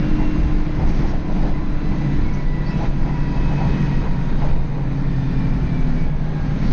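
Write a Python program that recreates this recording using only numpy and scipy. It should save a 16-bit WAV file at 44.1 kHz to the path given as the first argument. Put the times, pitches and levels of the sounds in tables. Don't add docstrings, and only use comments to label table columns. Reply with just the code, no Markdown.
import sys
import numpy as np
from scipy import signal
from scipy.io import wavfile
from scipy.ndimage import uniform_filter1d

SR = 44100
rng = np.random.default_rng(int(sys.argv[2]) if len(sys.argv) > 2 else 0)


def store_pcm(level_fs):
    pcm = np.round(np.clip(level_fs, -1, 1) * 32767).astype(np.int16)
    wavfile.write(sys.argv[1], SR, np.atleast_2d(pcm).T)


def rack_gain(trim_db):
    fader = np.asarray(trim_db, float)
    return 10 ** (fader / 20)


N = 296352


def rms_one(x):
    return x / np.sqrt(np.mean(x ** 2) + 1e-20)


def in_time(rows):
    t_s, value = np.transpose(rows)
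    return np.interp(np.arange(N) / SR, t_s, value)


def drift(rate_hz):
    r = np.exp(-80 * np.pi * rate_hz / SR)
    slow = signal.lfilter([1], [1, -2 * r, r * r], rng.standard_normal(N // 40 + 2002))[2000:]
    return np.interp(np.arange(N) / 40, np.arange(len(slow)), rms_one(slow))


def resonance(x, hz, width_hz):
    r = np.exp(-np.pi * width_hz / SR)
    poles = [1, -2 * r * np.cos(2 * np.pi * hz / SR), r * r]
    return signal.lfilter([(1 - r * r) / 2, 0, (r * r - 1) / 2], poles, x)


def evened(x, span_s, share):
    power = uniform_filter1d(x ** 2, int(span_s * SR))
    swell = np.sqrt(power + 1e-3 * np.mean(x ** 2))
    return rms_one(x / swell ** share)


def banded_noise(spectrum, patchy_db):
    hz, db = np.transpose(spectrum)
    edges_hz = hz[0] * 2 ** np.arange(0, np.log2(hz[-1] / hz[0]) + .3, 1 / 3)
    white = rng.standard_normal((2, N + SR))
    together = drift(7.8)
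    out = 0
    for k, (low, high) in enumerate(zip(edges_hz, edges_hz[1:])):
        sos = signal.butter(2, [low, high], "band", fs=SR, output="sos")
        band = signal.sosfilt(sos, white[k % 2])[SR:]
        level_db = np.interp(np.log(low * high) / 2, np.log(hz), db)
        flicker_db = patchy_db * (0.2 * together + drift(10.0))
        out = out + rack_gain(level_db + flicker_db) * band
    return rms_one(out)


def swells(rest_db, rows):
    t = np.arange(0, N + 64, 64) / SR
    power = rack_gain(2 * rest_db)
    for s, half_s, db in rows:
        power = power + rack_gain(2 * db) * np.exp(-2 * ((t - s) / half_s) ** 2)
    return np.interp(np.arange(N) / SR, t, 10 * np.log10(power))


def lift(hz, peaks):
    return sum(top_db / (1 + ((hz - at_hz) / width_hz) ** 2) for at_hz, width_hz, top_db in peaks)


SWAY_REST_DB, THUD_REST_DB = -23.5, -29
# [middle t/s, half length/s, sway level/dB, thud level/dB]
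BUMPS = [(0.188, 0.18, -14.5, -29.5), (0.43, 0.071, -29, -16), (0.557, .1, -14, -26.5),
         (0.844, 0.074, -13.5, -18.5), (1.029, 0.2, -17, -24.5), (1.443, 0.22, -16.5, -23.5),
         (1.722, 0.042, -12.5, -26), (1.908, .07, -17, -25), (2.22, 0.076, -13, -17.5),
         (2.454, 0.15, -17, -31), (2.813, 0.075, -27.5, -24.5), (2.889, 0.035, -11, -24),
         (3.031, 0.052, -13, -20.5), (3.223, 0.045, -18.5, -28), (3.438, 0.11, -16, -22),
         (3.688, 0.068, -19.5, -19), (3.974, 0.14, -19.5, -24), (4.143, 0.097, -17.5, -27.5),
         (4.328, 0.043, -12.5, -25), (4.511, .13, -12.5, -21.5), (5.068, 0.039, -16, -32.5),
         (5.143, 0.087, -32.5, -26.5), (5.424, 0.13, -17.5, -24), (5.62, .08, -30, -22.5),
         (5.829, 0.077, -15, -25), (5.997, 0.15, -16.5, -29), (6.174, 0.13, -23, -29.5),
         (6.46, 0.099, -34.5, -26), (6.702, 0.064, -10.5, -24)]


def bumps():
    sway_db = swells(SWAY_REST_DB, [(s, half_s, db) for s, half_s, db, _ in BUMPS])
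    thud_db = swells(THUD_REST_DB, [(s, half_s, db) for s, half_s, _, db in BUMPS])
    return sway_db, thud_db


# [t/s, level/dB]
ROAD_HISS = [(0.0, -38.5), (0.69, -42.5), (0.99, -38.5), (1.23, -44), (1.48, -40), (1.55, -44.5),
             (2.15, -40), (2.49, -44.5), (2.86, -38), (2.9, -43.5), (3.76, -38), (4.19, -42.5), (4.49, -40),
             (4.6, -45.5), (5.35, -42), (6.01, -42), (6.14, -46), (6.72, -39)]
# [f/Hz, level/dB per Hz]
RUMBLE_SPECTRUM = [(70, -23.5), (100, -10), (140, 0.5), (200, -7.5), (290, -11), (360, -16.5), (480, -36.5)]
DRONE_SPECTRUM = [(280, -6.5), (400, 4), (600, 1), (950, -2), (1150, -4.5), (1500, -23)]
HISS_SPECTRUM = [(800, -30.5), (1150, -12.5), (1500, -0.5), (2000, -6), (2500, -6), (3000, -15.5),
                 (4100, -11.5), (5200, -19.5), (6400, -21.5), (8000, -12)]


def road():
    hiss_db = in_time(ROAD_HISS)
    swing_db = hiss_db - hiss_db.mean()
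    shake = (bumps()[1] - THUD_REST_DB) / 10 - .5
    rumble_db = -26.5 + 1.28 * swing_db + 2 * shake
    drone_db = -37 + 0.48 * swing_db + 0.5 * shake
    rumble = rack_gain(rumble_db) * evened(banded_noise(RUMBLE_SPECTRUM, patchy_db=0.27), 0.12, .45)
    drone = rack_gain(drone_db) * banded_noise(DRONE_SPECTRUM, patchy_db=0.65)
    hiss = rack_gain(hiss_db - 0.06 + 0.5 * shake) * banded_noise(HISS_SPECTRUM, patchy_db=0.86)
    return rumble + drone + hiss


# [f/Hz, width/Hz, level/dB]
SHELL_MODES = [(13.5, 4, -3.5), (20, 5, 0.0), (26, 8, -5.0)]
# [f/Hz, level/dB per Hz]
THUD_SPECTRUM = [(25, -14), (38, -2), (62, -4), (80, -13.5), (100, -11.5), (130, -36.5)]


def body():
    sway_db, thud_db = bumps()
    push = rng.standard_normal(N + SR)
    sway = 0
    for k, (hz, width_hz, db) in enumerate(SHELL_MODES):
        mode = resonance(resonance(push, hz, width_hz), hz, width_hz)
        sway = sway + rack_gain(db) * rms_one(mode)[SR:] * (-1) ** k
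    thud = banded_noise(THUD_SPECTRUM, patchy_db=0.0)
    return rack_gain(sway_db) * evened(sway, 0.11, 0.93) + rack_gain(thud_db) * evened(thud, 0.038, 0.67)


# [t/s, length/s, f/Hz, width/Hz, level/dB rms]
FITTINGS = [(.882, .022, 3500, 2200, -44), (.86, .06, 5800, 3000, -50), (.96, .06, 5800, 3000, -53),
            (1.06, .07, 5200, 3000, -49), (2.24, .08, 2185, 40, -45), (2.3, .13, 2210, 70, -47),
            (2.332, .025, 6000, 2200, -49), (2.3, .25, 5500, 3000, -58), (2.65, .06, 4550, 300, -49),
            (2.66, .09, 5000, 900, -51), (5.95, .14, 2268, 8, -47), (6.58, .2, 4200, 2500, -48)]


def fittings():
    out = np.zeros(N)
    for s, length_s, hz, width_hz, db in FITTINGS:
        start, size = int(s * SR), int(length_s * SR)
        rub = rng.standard_normal(SR // 4)
        rub = resonance(resonance(rub, hz, width_hz), hz, width_hz)[-size:]
        piece = rack_gain(db) * rms_one(rub) * signal.windows.tukey(size, .6)
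        out[start:start + size] += piece[:N - start]
    return out


# [t/s, peak level/dB, length/s, brightness/dB per octave]
RATTLES = [(0.202, -33, 0.067, 12), (0.604, -36.5, 0.045, 3), (0.797, -26.5, 0.043, -3),
           (0.836, -27.5, 0.037, -10.5), (0.875, -30.5, 0.026, 2), (0.936, -42, 0.03, 8),
           (1.033, -29.5, 0.043, -3), (1.13, -29.5, 0.04, -11), (1.292, -28.5, 0.034, -5),
           (1.366, -28, 0.038, 3), (1.443, -27, 0.082, -7), (1.468, -27.5, 0.043, 0),
           (1.54, -37, 0.068, 11), (1.916, -37, 0.045, 8.5), (2.016, -32, 0.032, -4), (2.8, -28, 0.041, -1),
           (2.822, -26.5, 0.04, 4.5), (3.056, -35, 0.15, 10.5), (3.359, -31, 0.06, -3.5),
           (3.513, -30.5, 0.055, -7), (3.606, -27, 0.1, 3), (3.62, -31, 0.043, -1), (3.796, -36, 0.026, 6),
           (4.034, -27.5, 0.06, 4), (4.079, -36, 0.022, -8), (4.43, -24.5, 0.042, -2),
           (4.465, -30.5, 0.04, 1.5), (4.524, -35, 0.099, -3), (4.75, -34, 0.087, -11)]
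# [f/Hz, level/dB, t60/s]
PANEL_MODES = [(440, -2, .04), (520, -1, .04), (600, 0, .04), (690, -1, .04), (770, 0, .04),
               (830, 1.5, .05), (900, 0, .04), (980, -2, .04), (1300, -11, .03), (2020, -14, .03)]


def rattles():
    t = np.arange(N) / SR
    shake, tilt_db, out = np.zeros(N), np.zeros(N), np.zeros(N)
    for s, db, length_s, bright_db in RATTLES:
        age = (t - s) / max(length_s, .005)
        this = rack_gain(db) * np.clip(1.8 * age + 1, 0, 1) * np.exp(-np.clip(age, 0, 9) ** 2)
        tilt_db[this > shake] = bright_db
        shake = np.maximum(shake, this)
    knocks = (rng.random(N) < 2200 / SR) * shake
    for hz, db, t60_s in PANEL_MODES:
        r, w = rack_gain(-60 / (t60_s * SR)), 2 * np.pi * hz / SR
        level_db = db - 17.5 + tilt_db * np.log2(hz / 750)
        blows = knocks * rack_gain(level_db) * rng.standard_normal(N)
        out += signal.lfilter([0, np.sin(w)], [1, -2 * r * np.cos(w), r * r], blows + 1e-18)
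    return out


def tone(turns, multiple, rms_db):
    return np.sqrt(2) * rack_gain(rms_db) * np.sin(2 * np.pi * (multiple * turns + rng.random()))


def strong_tone(turns, multiple, rms_db):
    return tone(turns + .001 * drift(3.0), multiple, rms_db + 1 + .6 * drift(6.0))


WHINE_MULTIPLES = (84.1, 168, 223.9, 335.8)
WHINE_REST_DB = [-50, -58, -62.5, -70.5]
# [middle t/s, half length/s, level/dB rms]
WHINE_SWELLS = [
    [(1.0, 0.13, -59), (2.2, 1, -56), (3.6, 0.91, -43.5), (6.15, 0.75, -59)],
    [(.75, .12, -52), (1.5, 0.11, -53), (2.03, 0.24, -49), (2.54, .25, -45), (3.3, .13, -46),
     (3.8, 0.31, -46), (5.3, 0.35, -53), (6.3, .4, -53.5)],
    [(.2, .3, -50), (2.0, 0.18, -55.5), (2.75, 0.11, -52), (3.6, 0.54, -49), (5.4, 0.21, -52),
     (5.75, .1, -47.5), (6.12, .06, -56)],
    [(1.8, 0.39, -61), (2.75, 0.15, -59), (3.5, 0.15, -76), (4.35, 0.47, -62), (5.25, 0.15, -58.5),
     (5.75, .12, -60.5)],
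]


def gear_whines(turns):
    levels_db = [swells(db, rows) for db, rows in zip(WHINE_REST_DB, WHINE_SWELLS)]
    levels_db.append(levels_db[2] - 13)
    out = 0
    for k, db in zip(tuple(WHINE_MULTIPLES) + (279.8,), levels_db):
        flutter_db = 2.0 * drift(12.0) + 1.2 * drift(30.0)
        out = out + tone(turns + .2 / k * drift(12.0), k, db + flutter_db)
    return out


WEAK_MULTIPLES = (10, 11, 14, 19, 22.55, 28, 29)
WEAK_DB = [-52, -46.5, -42.5, -53, -42, -44.5, -50.5]
# [f/Hz, width/Hz, level/dB]
CABIN_MODES = [(138, 23, 6.5), (200, 14, -4), (265, 31, 2)]


def weak_orders(turns, cycle_hz):
    out = 0
    for k, db in zip(WEAK_MULTIPLES, WEAK_DB):
        level_db = db - 2.5 + lift(k * cycle_hz, CABIN_MODES) + 3.4 * drift(1.3)
        out = out + tone(turns, k, level_db)
    return out


EXHAUST_ORDERS = (14.97, 17.02, 17.98, 21.02)
EXHAUST_REST_DB = [-45, -44.5, -50, -45.5]
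# [middle t/s, half length/s, level/dB over rest]
THROTTLE = [
    (0.207, .3, 9),
    (1.397, 0.16, 5),
    (2.007, 0.16, 6.5),
    (3.599, .3, 3),
    (5.776, .55, 7.5),
    (6.703, .22, 6.5),
]
# [f/Hz, width/Hz, level/dB]
PIPE_MODES = [(145.3, 6.3, 12), (195.3, 8.6, 9.5)]


def exhaust(turns, cycle_hz):
    fuel_db = swells(0, THROTTLE)
    out = 0
    for k, db in zip(EXHAUST_ORDERS, EXHAUST_REST_DB):
        out = out + strong_tone(turns, k, db + fuel_db + lift(k * cycle_hz, PIPE_MODES))
    return out


BOOM_ORDERS = (12.0, 13.0, 15.81, 24.79, 27.2)
BOOM_REST_DB = [-39, -42.5, -42, -45.5, -52]
# [middle t/s, half length/s, level/dB rms]
BOOM_SWELLS = [
    [(0.0, 0.088, -32), (2.1, 0.091, -21.5), (2.3, 0.45, -31.5), (2.8, 0.57, -31.5), (3.75, 0.9, -28),
     (5.3, 0.66, -27), (6.72, 0.19, -40)],
    [(.3, 0.64, -31.5), (1.5, 0.32, -34), (2.6, 0.25, -30), (3.2, 0.27, -27.5), (3.8, 0.56, -27.5),
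     (5.15, 0.77, -28)],
    [(1.4, 0.36, -34.5), (2.75, 0.087, -30), (3.55, 0.9, -36.5), (4.1, 0.16, -31), (5.3, 0.4, -29.5),
     (5.8, 0.27, -28), (6.4, 0.37, -27.5)],
    [(.2, 0.52, -26.5), (.95, 0.57, -35.5), (1.55, 0.42, -33.5), (2.1, 0.26, -32), (3.4, 0.8, -38.5),
     (5.0, .2, -34), (5.45, .35, -29.5), (5.9, 0.23, -31), (6.72, 0.19, -33.5)],
    [(.3, .3, -40.5), (1.5, .35, -38.5), (2.05, .3, -36.5), (3.2, 0.59, -40.5), (4.9, 0.16, -46.5),
     (6.65, .3, -35.5)],
]


def panel_booms(turns):
    out = 0
    for k, rest_db, rows in zip(BOOM_ORDERS, BOOM_REST_DB, BOOM_SWELLS):
        out = out + strong_tone(turns, k, swells(rest_db, rows))
    return out


# [t/s, engine cycle rate f/Hz]
SPEED = [(0.0, 12.293), (0.5, 12.188), (1.5, 11.96), (2.75, 11.674), (3.5, 11.48), (4.25, 11.237),
         (4.75, 11.03), (5.25, 10.757), (5.75, 10.37), (6.0, 10.117), (6.5, 9.534), (6.72, 9.313)]


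def engine():
    cycle_hz = in_time(SPEED)
    turns = np.cumsum(cycle_hz) / SR
    orders = panel_booms(turns) + exhaust(turns, cycle_hz) + weak_orders(turns, cycle_hz)
    return orders + gear_whines(turns)


def scene():
    cabin = road() + body() + fittings() + rattles() + engine()
    return (cabin - 0.4 * resonance(cabin, 82, 16))[None]


def drop_faint(x, step_db):
    window = np.sqrt(signal.windows.hann(5632, sym=False))
    frame = dict(window=window, nperseg=5632, noverlap=2816)
    hz, s, lines = signal.stft(x, SR, **frame)
    loud = np.sqrt(np.median(abs(lines[(hz > 3000) & (hz < 6000)]), axis=0) * 1e-4)
    chance_db = 4 * rng.standard_normal((len(hz) // 8 + 1, len(s)))
    step = loud * rack_gain(step_db + chance_db).repeat(8, axis=0)[:len(hz)]
    lines[(abs(lines) < step) & (hz[:, None] > 3000)] = 0
    return signal.istft(lines, SR, **frame)[1][:N]


def clock_mirror(x):
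    bass = signal.sosfilt(signal.butter(4, [30, 240], "band", fs=SR, output="sos"), x)
    edge = resonance(bass, 180, 18) + resonance(bass, 220, 18)
    clock = np.cos(2 * np.pi * 8000 * np.arange(N) / SR)
    return rack_gain(-59) * (1.2 * bass + 3 * edge) * clock


def low_pass(x):
    return signal.sosfilt(signal.butter(12, 8260, fs=SR, output="sos"), x)


def record(dry):
    x = signal.sosfilt(signal.butter(2, 9, "high", fs=SR, output="sos"), dry[0])
    x = drop_faint(.6 * np.tanh(x / .6), step_db=-3)
    x = signal.sosfilt(signal.cheby2(10, 50, 7600, fs=SR, output="sos"), x)
    mix = (x + clock_mirror(x))[None]
    return low_pass(mix)


dry = scene()
out = record(dry)
store_pcm(out)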